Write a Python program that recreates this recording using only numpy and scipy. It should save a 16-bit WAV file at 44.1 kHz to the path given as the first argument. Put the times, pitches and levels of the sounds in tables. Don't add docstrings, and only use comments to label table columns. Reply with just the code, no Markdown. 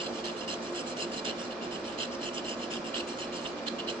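import sys
import numpy as np
from scipy import signal
from scipy.fft import rfft, irfft
from scipy.io import wavfile

SR = 44100
rng = np.random.default_rng(int(sys.argv[2]) if len(sys.argv) > 2 else 0)


def transcribe(u):
    v = np.clip(np.atleast_2d(u).T, -1, 1)
    q = np.round(v * 32767).astype(np.int16)
    wavfile.write(sys.argv[1], SR, q)


N = 176400

# pitch_hz, left_minus_right_db
SIDE_BALANCE = [(100, -3), (400, -2), (1500, -0.3), (2200, -1.5), (3500, -4.5), (5500, -9.5), (8000, -12.5)]


def knife_strokes():
    # start_s, length_s, low_ring_db, high_ring_db, hiss_db, hardest_point (0 to 1)
    strokes = [ (-.006, 0.081, -37.5, -43, -44, 0.1), (0.122, 0.081, -43.5, -50, -48.5, 0.8),
               (0.235, 0.071, -35.5, -40.5, -44, .25), (0.354, 0.099, -44, -52.5, -49, 0.2),
               (0.472, .076, -37, -45, -42.5, 0.3), (0.615, 0.097, -47, -53, -49, 0.3),
               (0.74, 0.078, -38, -45.5, -42, 0.3), (0.855, 0.08, -44, -46, -45.5, 0.3),
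               (0.962, 0.089, -37.5, -43.5, -42, 0.8), (1.111, 0.09, -39.5, -45, -43.5, 0.9),
               (1.243, 0.071, -31.5, -37.5, -41, 0), (1.373, .063, -43, -51, -49, .7),
               (1.5, 0.035, -41.5, -49.5, -56.5, 0.8), (1.608, .064, -41, -52.5, -50, 0.4),
               (1.705, 0.068, -41, -49, -47.5, 0.4), (1.835, 0.12, -44, -53.5, -52.5, 0.1),
               (1.974, 0.084, -35, -43, -44.5, .4), (2.105, 0.052, -45.5, -57, -48, 0.3),
               (2.206, 0.087, -38.5, -43.5, -44.5, 0.5), (2.328, 0.074, -41.5, -53.5, -45, 0.7),
               (2.439, 0.11, -40.5, -48, -44, .4), (2.585, 0.073, -41.5, -53, -50, 0.7),
               (2.699, 0.08, -36.5, -48.5, -44.5, .22), (2.835, .065, -42, -58, -48, .65),
               (2.934, 0.078, -32.5, -38.5, -42.5, 0.3), (3.066, .082, -41.5, -48, -47.5, 0.3),
               (3.177, 0.081, -39.5, -49.5, -46, 0.3), (3.315, .10, -44, -50, -50, 0.5),
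               (3.445, 0.02, -34, -51, -53, 0.7), (3.569, 0.031, -40.5, -56, -54.5, 0.7),
               (3.658, 0.031, -31.5, -38.5, -45.5, 0.9), (3.779, 0.035, -36.5, -42.5, -53.5, 0.5),
               (3.868, 0.046, -36, -37, -45, .7)]
    bite_s, lift_s, ends_db, slow_hiss_db = 0.0075, 0.0059, -5, -2
    t = np.arange(N) / SR
    drive = np.ones((3, 1)) * from_db(-64 + 6 * drift(rate_hz=7.4))
    for start, length, *levels_db, hardest in strokes:
        along = np.clip((t - start) / length, 0, 1)
        bite = np.clip((t - start) / bite_s, 0, 1)
        lift = np.clip((start + length - t) / lift_s + .5, 0, 1)
        swell_db = np.interp(along, [0, np.clip(hardest, .05, .95), 1], [ends_db, 0, ends_db])
        pressure = bite * lift * from_db(swell_db)
        hiss = pressure * from_db(slow_hiss_db * (1 - np.sin(np.pi * along)))
        drive = np.maximum(drive, from_db(levels_db)[:, None] * np.array([pressure, pressure, hiss]))
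    return drive


def slips(per_s=5000, spread_db=1.5):
    sizes = from_db(spread_db * np.minimum(rng.exponential(1, N), 5)) * rng.choice([-1, 1], N)
    return sizes * (rng.random(N) < per_s / SR)


def blade_ring(drive):
    # pitch_hz, width_hz, gain_db, left_minus_right_db, left_lead_rad
    resonances = [(2759, 294, -7.5, 6.5, 2.5), (2932, 270, -4, -6, 2), (3158, 310, -8, -9, 3),
                  (3620, 330, -12.5, -7.5, 0.2), (4130, 234, -0.5, -12, 1), (4515, 260, -8, -5, 4.8),
                  (5010, 280, -1.5, 2, 4.5), (5224, 250, -8, 3.5, 5.5), (5830, 560, -5.5, -3, -2),
                  (6320, 270, -10.5, 0.5, -1.2), (6980, 570, -5, 0, 1.3), (7510, 450, -7, -4, -1.5),
                  (7940, 340, -7, -3.5, -3.5)]
    borders_hz = [3700, 4700]
    chatter_db, flicker_db = 1, 3
    friction = slips() * from_db(chatter_db * drift(rate_hz=69))
    out = 0
    for hz, width, db, side_db, lead in resonances:
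        force = drive[np.searchsorted(borders_hz, hz)]
        flicker = from_db(flicker_db * drift(rate_hz=22))
        ring = resonate(friction * force * flicker, hz, width)
        ear_phases = np.exp(.5j * lead * np.array([[1], [-1]]))
        ears = np.real(signal.hilbert(ring) * ear_phases)
        out = out + ears * pan(side_db) * from_db(db) * np.sqrt(np.mean(force ** 2))
    return out


def apple_rub(force):
    # pitch_hz, gain_db
    rub_spectrum = [(300, -6), (550, -1.5), (900, -7), (1500, -0.5), (2200, -7), (8000, -22)]
    gains = from_db(at_hz(rub_spectrum, bins()))
    rub = np.array([irfft(rfft(slips()) * gains, N) for _ in range(2)])
    return from_db(-9) * force * unit_power(rub)


def soft_low_swells():
    # start_s, level_db
    swells = [(.07, -38), (.53, -43), (1.267, -41.5)]
    rise_s, pitch_hz = 0.017, 500
    t, level = np.arange(N) / SR, 0
    for start, db in swells:
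        age = np.maximum(t - start, 0) / rise_s
        level = level + from_db(db) * age * np.exp(1 - age)
    return level * resonate(slips(), pitch_hz, width_hz=350) * pan(at_hz(SIDE_BALANCE, pitch_hz))


def room_echo(sound):
    fade_s, first_echo_s, echo_db = 0.24, 0.0033, -9.5
    t, out = np.arange(SR // 3) / SR, 0
    shares = np.array([drift(rate_hz=2.1) for _ in range(6)])
    for share in shares / np.linalg.norm(shares, axis=0):
        tail = rng.standard_normal((2, len(t))) * from_db(-60 * t / fade_s) * (t > first_echo_s)
        tail /= np.linalg.norm(tail, axis=1, keepdims=True)
        out = out + signal.fftconvolve(sound * share, tail, axes=1)[:, :N]
    return from_db(echo_db) * out


def machine_drone():
    # pitch_hz, gain_db
    air_spectrum = [(25, -26), (60, -15), (125, -16.5), (170, -10.5), (230, 1), (320, -3.5), (450, -2),
                    (620, -1.5), (800, -7), (1200, -7.5), (2000, -16), (3200, -19), (4600, -20),
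                    (6000, -25.5), (8000, -38.5)]
    # pitch_hz, likeness (0 to 1)
    ear_likeness = [(30, 0.82), (170, 0.94), (350, 0.76), (600, 0.76), (900, .2), (1800, 0.18),
                    (3000, 0.05), (8000, 0.02)]
    # pitch_hz, width_hz, level_db
    drone_tones = [(168.4, 13, -58), (229, 4.4, -50.5), (240.3, 9.6, -51), (292.6, 20, -53),
                   (349.7, 12, -45), (400.7, 5.9, -58), (441, 2.7, -54), (537.2, 21, -50), (671.4, 42, -59),
                   (1060, 4.7, -66)]
    hz = bins()
    mid, side = rfft(rng.standard_normal((2, N)))
    alike = at_hz(ear_likeness, hz)
    ears = np.sqrt(1 + alike) * mid + np.sqrt(1 - alike) * side * [[1], [-1]]
    air = irfft(ears * pan(at_hz(SIDE_BALANCE, hz)) * from_db(at_hz(air_spectrum, hz)), N)
    out = from_db(-39) * unit_power(air)
    for pitch, width, db in drone_tones:
        tone = irfft(rfft(rng.standard_normal(N)) / (1 + 2 * ((hz - pitch) / width) ** 2), N)
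        out = out + from_db(db) * unit_power(tone) * pan(at_hz(SIDE_BALANCE, pitch))
    return out


def motor_whines():
    # pitch_hz, level_db
    motor_tones = [(59, -72), (118, -69), (1684, -66.5), (2380, -62), (2439, -66.5)]
    wander_hz, waver_db = 1.5, 2.5
    out = 0
    for hz, db in motor_tones:
        phase = 2 * np.pi * np.cumsum(hz + wander_hz * drift(rate_hz=3.2)) / SR
        level = from_db(db + waver_db * drift(rate_hz=6))
        out = out + np.sqrt(2) * np.sin(phase) * level * pan(at_hz(SIDE_BALANCE, hz))
    return out


def from_db(db):
    return 10 ** (np.asarray(db) / 20)


def unit_power(x):
    return x / np.sqrt(np.mean(x ** 2) + 1e-20)


def at_hz(table, hz):
    pitches, values = np.array(table).T
    return np.interp(np.log(hz + 1e-9), np.log(pitches), values)


def bins():
    return np.arange(N // 2 + 1) * SR / N


def pan(db):
    return np.sqrt(2 / (1 + from_db(np.array([[-2], [2]]) * db)))


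def drift(rate_hz):
    return unit_power(irfft(rfft(rng.standard_normal(N)) / (1 + (bins() / rate_hz) ** 2), N))


def resonate(x, hz, width_hz):
    band = signal.butter(2, [hz - width_hz / 2, hz + width_hz / 2], "band", fs=SR, output="sos")
    return unit_power(signal.sosfilt(band, x + 1e-18))


def scene():
    drive = knife_strokes()
    close_sounds = blade_ring(drive) + apple_rub(drive[0]) + soft_low_swells()
    return close_sounds + room_echo(close_sounds) + machine_drone() + motor_whines()


def record(dry):
    cutoff_hz = 8100
    return signal.sosfilt(signal.ellip(12, .2, 80, cutoff_hz, fs=SR, output="sos"), dry)


dry = scene()
out = record(dry)
transcribe(out)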